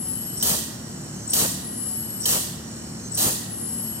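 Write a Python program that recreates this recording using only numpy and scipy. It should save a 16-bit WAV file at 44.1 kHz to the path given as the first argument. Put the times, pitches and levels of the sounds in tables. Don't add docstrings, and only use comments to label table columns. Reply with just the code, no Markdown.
import sys
import numpy as np
from scipy import signal
from scipy.fft import rfft, irfft
from scipy.io import wavfile

SR = 44100
rng = np.random.default_rng(int(sys.argv[2]) if len(sys.argv) > 2 else 0)


def log_audio(samples):
    frames = np.atleast_2d(samples).T
    limited = np.clip(frames, -1, 1)
    pcm = np.round(limited * 32767).astype(np.int16)
    wavfile.write(sys.argv[1], SR, pcm)


N = 176400
T = np.arange(N) / SR
HZ = np.fft.rfftfreq(N, 1 / SR)

# multiple of HUM_HZ, level/dB relative to HUM_DB
HUM_PARTIALS = [(2, -7.5), (3, -0.5), (4, -1), (5, -1.5), (6, 1)]
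HUM_HZ, HUM_DB, HUM_WAVER_DB, HUM_DRIFT_HZ, THROB_DEPTH = 37.02, -47.5, 3, 0.26, 0.35
# f/Hz, level/dB
MOTOR_TONES = [(333.8, -51.5), (362, -58), (729, -67.5)]
# f/Hz, level/dB per Hz
RUMBLE_SPECTRUM = [(20, -86), (35, -86), (55, -97), (75, -69.5), (105, -63), (170, -63.5), (245, -60.5),
                   (310, -70), (500, -75), (750, -77.5), (1100, -79.5), (1500, -80.5), (1950, -83),
                   (2200, -91), (4000, -100), (16000, -115)]

UP_STARTS_S, DOWN_STARTS_S = [-0.497, 1.333, 3.175], [0.425, 2.255]
PRESSURE_FROM_S, PRESSURE_RISE_S, STROKE_S = 0.24, 0.21, 0.88
# f/Hz, level/dB per Hz
LEAK_SPECTRUM = [(1500, -103), (2300, -88.5), (3600, -91.5), (4400, -84), (6200, -87), (7900, -82.5),
                 (9200, -85.5), (10200, -93), (11500, -105), (12800, -94), (13600, -106), (16000, -112)]
# f/Hz, width/Hz, upstroke level/dB per Hz, downstroke level/dB per Hz
PASSAGE_RESONANCES = [(2992, 100, -74.5, -81.5), (4240, 100, -87, -80), (4980, 96, -75, -79),
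                      (5560, 140, -75.5, -73), (6810, 160, -76.5, -73.5), (7440, 180, -70.5, -74),
                      (7860, 190, -66, -72), (8300, 100, -71.5, -88), (8750, 335, -68.5, -76),
                      (12070, 220, -76, -81.5), (12600, 190, -79, -89)]
# t/s into the stroke, f/Hz, level/dB
UP_WHISTLE_CURVE = [(0.249, 9750, -47), (.3, 10300, -40), (0.349, 10760, -33), (.41, 10920, -34.5),
                    (0.551, 11070, -28.5), (0.702, 11310, -31.5), (.828, 11370, -36), (.842, 12560, -33),
                    (.853, 11900, -48), (0.864, 10000, -38), (0.891, 9100, -31)]
# t/s into the stroke, f/Hz, level/dB
DOWN_WHISTLE_CURVE = [(.29, 5300, -51), (.35, 5660, -51.5), (.4, 5860, -51.5), (.51, 6060, -57),
                      (.7, 6220, -57), (.76, 6240, -48.5), (.825, 6310, -42), (.84, 6400, -55)]
FLUTTER_DB, JITTER_HZ, BREAK_S, BREAK_JITTER_HZ = 1.5, 30.8, 0.832, 330

# t/s, length/s, start f/Hz, top f/Hz, level/dB
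VALVE_SQUEAKS = [(0.36, 0.024, 5420, 5600, -34), (.372, 0.011, 8100, 8150, -24),
                 (.406, 0.016, 5380, 5600, -26), (1.269, 0.016, 6500, 7870, -23.5),
                 (1.294, 0.02, 6980, 8900, -19.5), (2.199, 0.015, 7940, 8100, -22.5),
                 (2.228, 0.021, 5490, 5680, -27.5), (3.113, 0.016, 6500, 8000, -22.5),
                 (3.139, 0.02, 7200, 8950, -21)]
SQUEAK_PEAK_SHARE, SQUEAK_BEND, SQUEAK_JITTER_HZ = 0.82, 3.18, 160
# f/Hz, level/dB per Hz
SLIP_SPECTRUM = [(2500, -88), (4700, -76.5), (5600, -63.5), (6400, -72), (8000, -63.5), (9100, -72),
                 (10300, -90), (12800, -75), (14000, -88), (16000, -81)]
SLIP_LEAD_S, SLIP_SPUTTER_DB = 0.06, 3
# t/s, hiss gain/dB, clack gain/dB, ping level/dB, gust gain/dB, thump gain/dB
TURNS = [(.425, 2, -3, -23.5, 0.5, -5.5), (1.333, 2, -1.5, -27, 1, -0.5), (2.255, 1.5, -2, -21, 0, -11),
         (3.174, 2, -12, -43, 1.5, 0)]
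# f/Hz, level/dB per Hz
JET_SPECTRUM = [(500, -94), (1900, -72.5), (2230, -79.5), (2600, -72), (3000, -67), (3600, -65.5),
                (4400, -62.5), (5200, -64), (6200, -61), (7300, -59.5), (8700, -57), (10200, -62),
                (11800, -62.5), (13500, -61.5), (15500, -68)]
OPEN_S, HOLD_S, EMPTY_S, JET_SPUTTER_DB = 0.04, 0.071, 0.056, 1.07
# f/Hz, width/Hz, level/dB per Hz, fall/s
HOUSING_RINGS = [(1890, 56, -68, 0.22), (2830, 150, -71, 0.14)]
# f/Hz, level/dB, t60/s
VALVE_MODES = [(4680, -30, .03), (5440, -44, 0.024), (9050, -28, .05), (12500, -21, 0.042)]
CLACK_S, SPIT_DB, PING_HZ, PING_S = 0.0088, 4, 3090, 0.0034
# f/Hz, level/dB per Hz
GUST_SPECTRUM = [(25, -82), (65, -67), (140, -56.5), (300, -64), (500, -61.5), (750, -63), (1200, -65.5),
                 (1900, -74.5), (2600, -70.5), (6000, -100)]
THUMP_AFTER_S, THUMP_WIDTH_S, THUMP_DB = 0.093, 0.0015, -15.5

# f/Hz, coherence/0-1
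COHERENCE = [(60, 0.81), (120, 1), (220, 0.84), (350, 0.8), (500, 0.66), (750, 0.22), (1300, 0)]
# f/Hz, left minus right level/dB
BALANCE = [(300, -1), (700, 0.7), (1300, -5), (2250, -4.5), (3000, -13), (4400, -11), (5300, -3.5),
           (6200, -8.5), (7100, -6.5), (7900, 14), (8900, -1.5), (10200, 2), (11500, 2.5), (15500, 6)]
# f/Hz, left lead/rad
PHASE_LEAD = [(50, 0), (300, 0.6), (700, -1.43), (1900, -1.93), (2300, -2.5), (4400, -3), (6200, -5.5),
              (7300, -4), (8700, -1.77), (10200, -2.5), (11800, -1.5), (15500, -8.5)]
# f/Hz, t60/s
REVERB_TIMES = [(150, 0.37), (1000, 0.78), (3000, 0.89), (6000, 0.77), (9000, 0.61), (14000, .5)]
LOWPASS_HZ = 15850


def amp(db):
    return 10 ** (np.asarray(db) / 20)


def read(points, hz):
    f, value = np.transpose(points)
    return np.interp(np.log(hz + 1), np.log(f + 1), value)


def noise(db):
    return irfft(rfft(rng.standard_normal(N)) * amp(db), N) * np.sqrt(SR / 2)


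def band(hz, width):
    return noise(-20 * np.log10(1 + ((HZ - hz) / width) ** 2))


def wander(seconds):
    x = irfft(rfft(rng.standard_normal(N)) / (1 + (HZ * seconds) ** 2) ** 2, N)
    return (x - x.mean()) / x.std()


def tone(hz):
    return np.sqrt(2) * np.sin(2 * np.pi * (np.cumsum(hz * np.ones(N)) / SR + rng.random()))


def burst(start, rise, hold, fall, jump=0):
    t = T - start
    attack = (t > 0) * (jump + (1 - jump) * np.clip(t / rise, 0, 1))
    return attack * np.exp(-np.maximum(t - hold, 0) / fall)


def spread(left, other, hz):
    same = np.clip(read(COHERENCE, hz), 0, 1)
    return np.array([left, same * left + np.sqrt(1 - same ** 2) * other])


def machine_hum():
    speed = HUM_HZ + HUM_DRIFT_HZ * wander(0.18)
    hum = sum(amp(HUM_DB + db + HUM_WAVER_DB * wander(0.12)) * tone(round(multiple) * speed)
              for multiple, db in HUM_PARTIALS)
    hum += sum(amp(db) * tone(hz + 0.78 * wander(0.17)) for hz, db in MOTOR_TONES)
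    rumble_db = read(RUMBLE_SPECTRUM, HZ)
    rumble = spread(rfft(noise(rumble_db)), rfft(noise(rumble_db)), HZ)
    bass = irfft(rumble / (1 + (HZ / 400) ** 4), N)
    return hum + irfft(rumble, N) + THROB_DEPTH * tone(speed) * bass


def leak():
    hold = STROKE_S - PRESSURE_FROM_S
    up, down = (sum(burst(start + PRESSURE_FROM_S, PRESSURE_RISE_S, hold, CLACK_S) for start in starts)
                for starts in (UP_STARTS_S, DOWN_STARTS_S))
    out = noise(read(LEAK_SPECTRUM, HZ)) * (amp(0.5) * up + down)
    for hz, width, up_db, down_db in PASSAGE_RESONANCES:
        out += band(hz, width) * (amp(up_db) * up + amp(down_db) * down)
    return out


def whistles():
    out = np.zeros(N)
    for starts, curve in ((UP_STARTS_S, UP_WHISTLE_CURVE), (DOWN_STARTS_S, DOWN_WHISTLE_CURVE)):
        times, hz, db = np.transpose(curve)
        for start in starts:
            t = T - start
            level = np.interp(t, times, amp(db), left=0, right=0)
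            flutter = amp(FLUTTER_DB * wander(0.036))
            pitch = np.interp(t, times, hz) + JITTER_HZ * wander(0.0034)
            rasp = (t > BREAK_S) * BREAK_JITTER_HZ * wander(0.00044)
            out += level * flutter * tone(pitch + rasp)
    return out


def valve_squeaks():
    out = np.zeros(N)
    jitter = SQUEAK_JITTER_HZ * wander(0.00078)
    for start, length, from_hz, top_hz, db in VALVE_SQUEAKS:
        progress = np.clip((T - start) / length, 0, 1)
        envelope = np.interp(progress, [0, SQUEAK_PEAK_SHARE, 1], [0, 1, 0])
        pitch = top_hz + (from_hz - top_hz) * (1 - progress) ** SQUEAK_BEND
        out += amp(db) * envelope * tone(pitch + jitter)
    return out


def exhaust():
    jet, slip, ring = np.zeros((3, N))
    for start, hiss_db, *_ in TURNS:
        jet += amp(hiss_db) * burst(start, OPEN_S, HOLD_S, EMPTY_S, jump=0.8)
        slip += burst(start - SLIP_LEAD_S, rise=0.036, hold=SLIP_LEAD_S, fall=CLACK_S)
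    for hz, width, db, fall in HOUSING_RINGS:
        envelope = sum(burst(start, OPEN_S, HOLD_S, fall) for start, *_ in TURNS)
        ring += amp(db) * band(hz, width) * envelope
    jet_hiss = amp(JET_SPUTTER_DB * wander(0.0027)) * jet * noise(read(JET_SPECTRUM, HZ))
    slip_hiss = amp(SLIP_SPUTTER_DB * wander(0.005)) * slip * noise(read(SLIP_SPECTRUM, HZ))
    return jet_hiss + slip_hiss + ring


def valve_clacks():
    out = np.zeros(N)
    spit = noise(read(JET_SPECTRUM, HZ))
    for start, _, clack_db, ping_db, _, _ in TURNS:
        out += amp(clack_db + SPIT_DB) * spit * burst(start, 0.002, CLACK_S, CLACK_S / 2)
        out += amp(ping_db) * tone(PING_HZ) * burst(start, 0.0016, PING_S, PING_S)
        for hz, db, t60 in VALVE_MODES:
            out += amp(db + clack_db) * tone(hz) * burst(start, 0.001, CLACK_S / 2, t60 / np.log(1000))
    return out


def gust():
    swell, thump = np.zeros((2, N))
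    for start, *_, gust_db, thump_db in TURNS:
        swell += amp(gust_db) * burst(start, rise=0.08, hold=0.122, fall=0.015, jump=0.34)
        offset = (T - start - THUMP_AFTER_S) / THUMP_WIDTH_S
        thump -= amp(THUMP_DB + thump_db) * (1 - offset ** 2) * np.exp(-offset ** 2 / 2)
    return swell * noise(read(GUST_SPECTRUM, HZ)) + thump


def room(x, wet, left_db=0, tails=4):
    size = N + SR
    hz, tail = np.fft.rfftfreq(size, 1 / SR), 0
    for k in range(tails):
        f, t, grains = signal.stft(rng.standard_normal((2, SR)), SR, nperseg=256)
        t60 = read(REVERB_TIMES, f)[:, None]
        decay = np.exp(-np.log(1000) * t / t60) * np.sqrt(2 * np.log(1000) / (t60 * SR))
        response = signal.istft(grains * decay, SR, nperseg=256)[1]
        crossfade = np.sqrt(np.interp(T, np.linspace(0, T[-1], tails), np.eye(tails)[k]))
        tail = tail + rfft(x * crossfade, size) * rfft(response, size)
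    direct = rfft(x, size) * np.exp(0.5j * np.outer([1, -1], read(PHASE_LEAD, hz)))
    mix = np.sqrt(1 - wet) * direct + np.sqrt(wet) * spread(*tail, hz)
    pan = amp(np.outer([0.5, -0.5], read(BALANCE, hz) + left_db))
    return irfft(mix * pan / np.sqrt((pan ** 2).mean(0)), size)[:, :N]


def scene():
    puffs = room(exhaust(), wet=0.54) + room(gust(), wet=0.14)
    valve = room(valve_clacks() + valve_squeaks(), wet=0.32)
    strokes = room(leak(), wet=0.33, left_db=-0.5) + room(whistles(), wet=0.17, left_db=3.5)
    return puffs + valve + strokes + machine_hum()


def record(dry):
    lowpass = signal.firwin(511, LOWPASS_HZ, window=("kaiser", 9), fs=SR)
    return signal.oaconvolve(dry, lowpass[None], "same")


dry = scene()
out = record(dry)
log_audio(out)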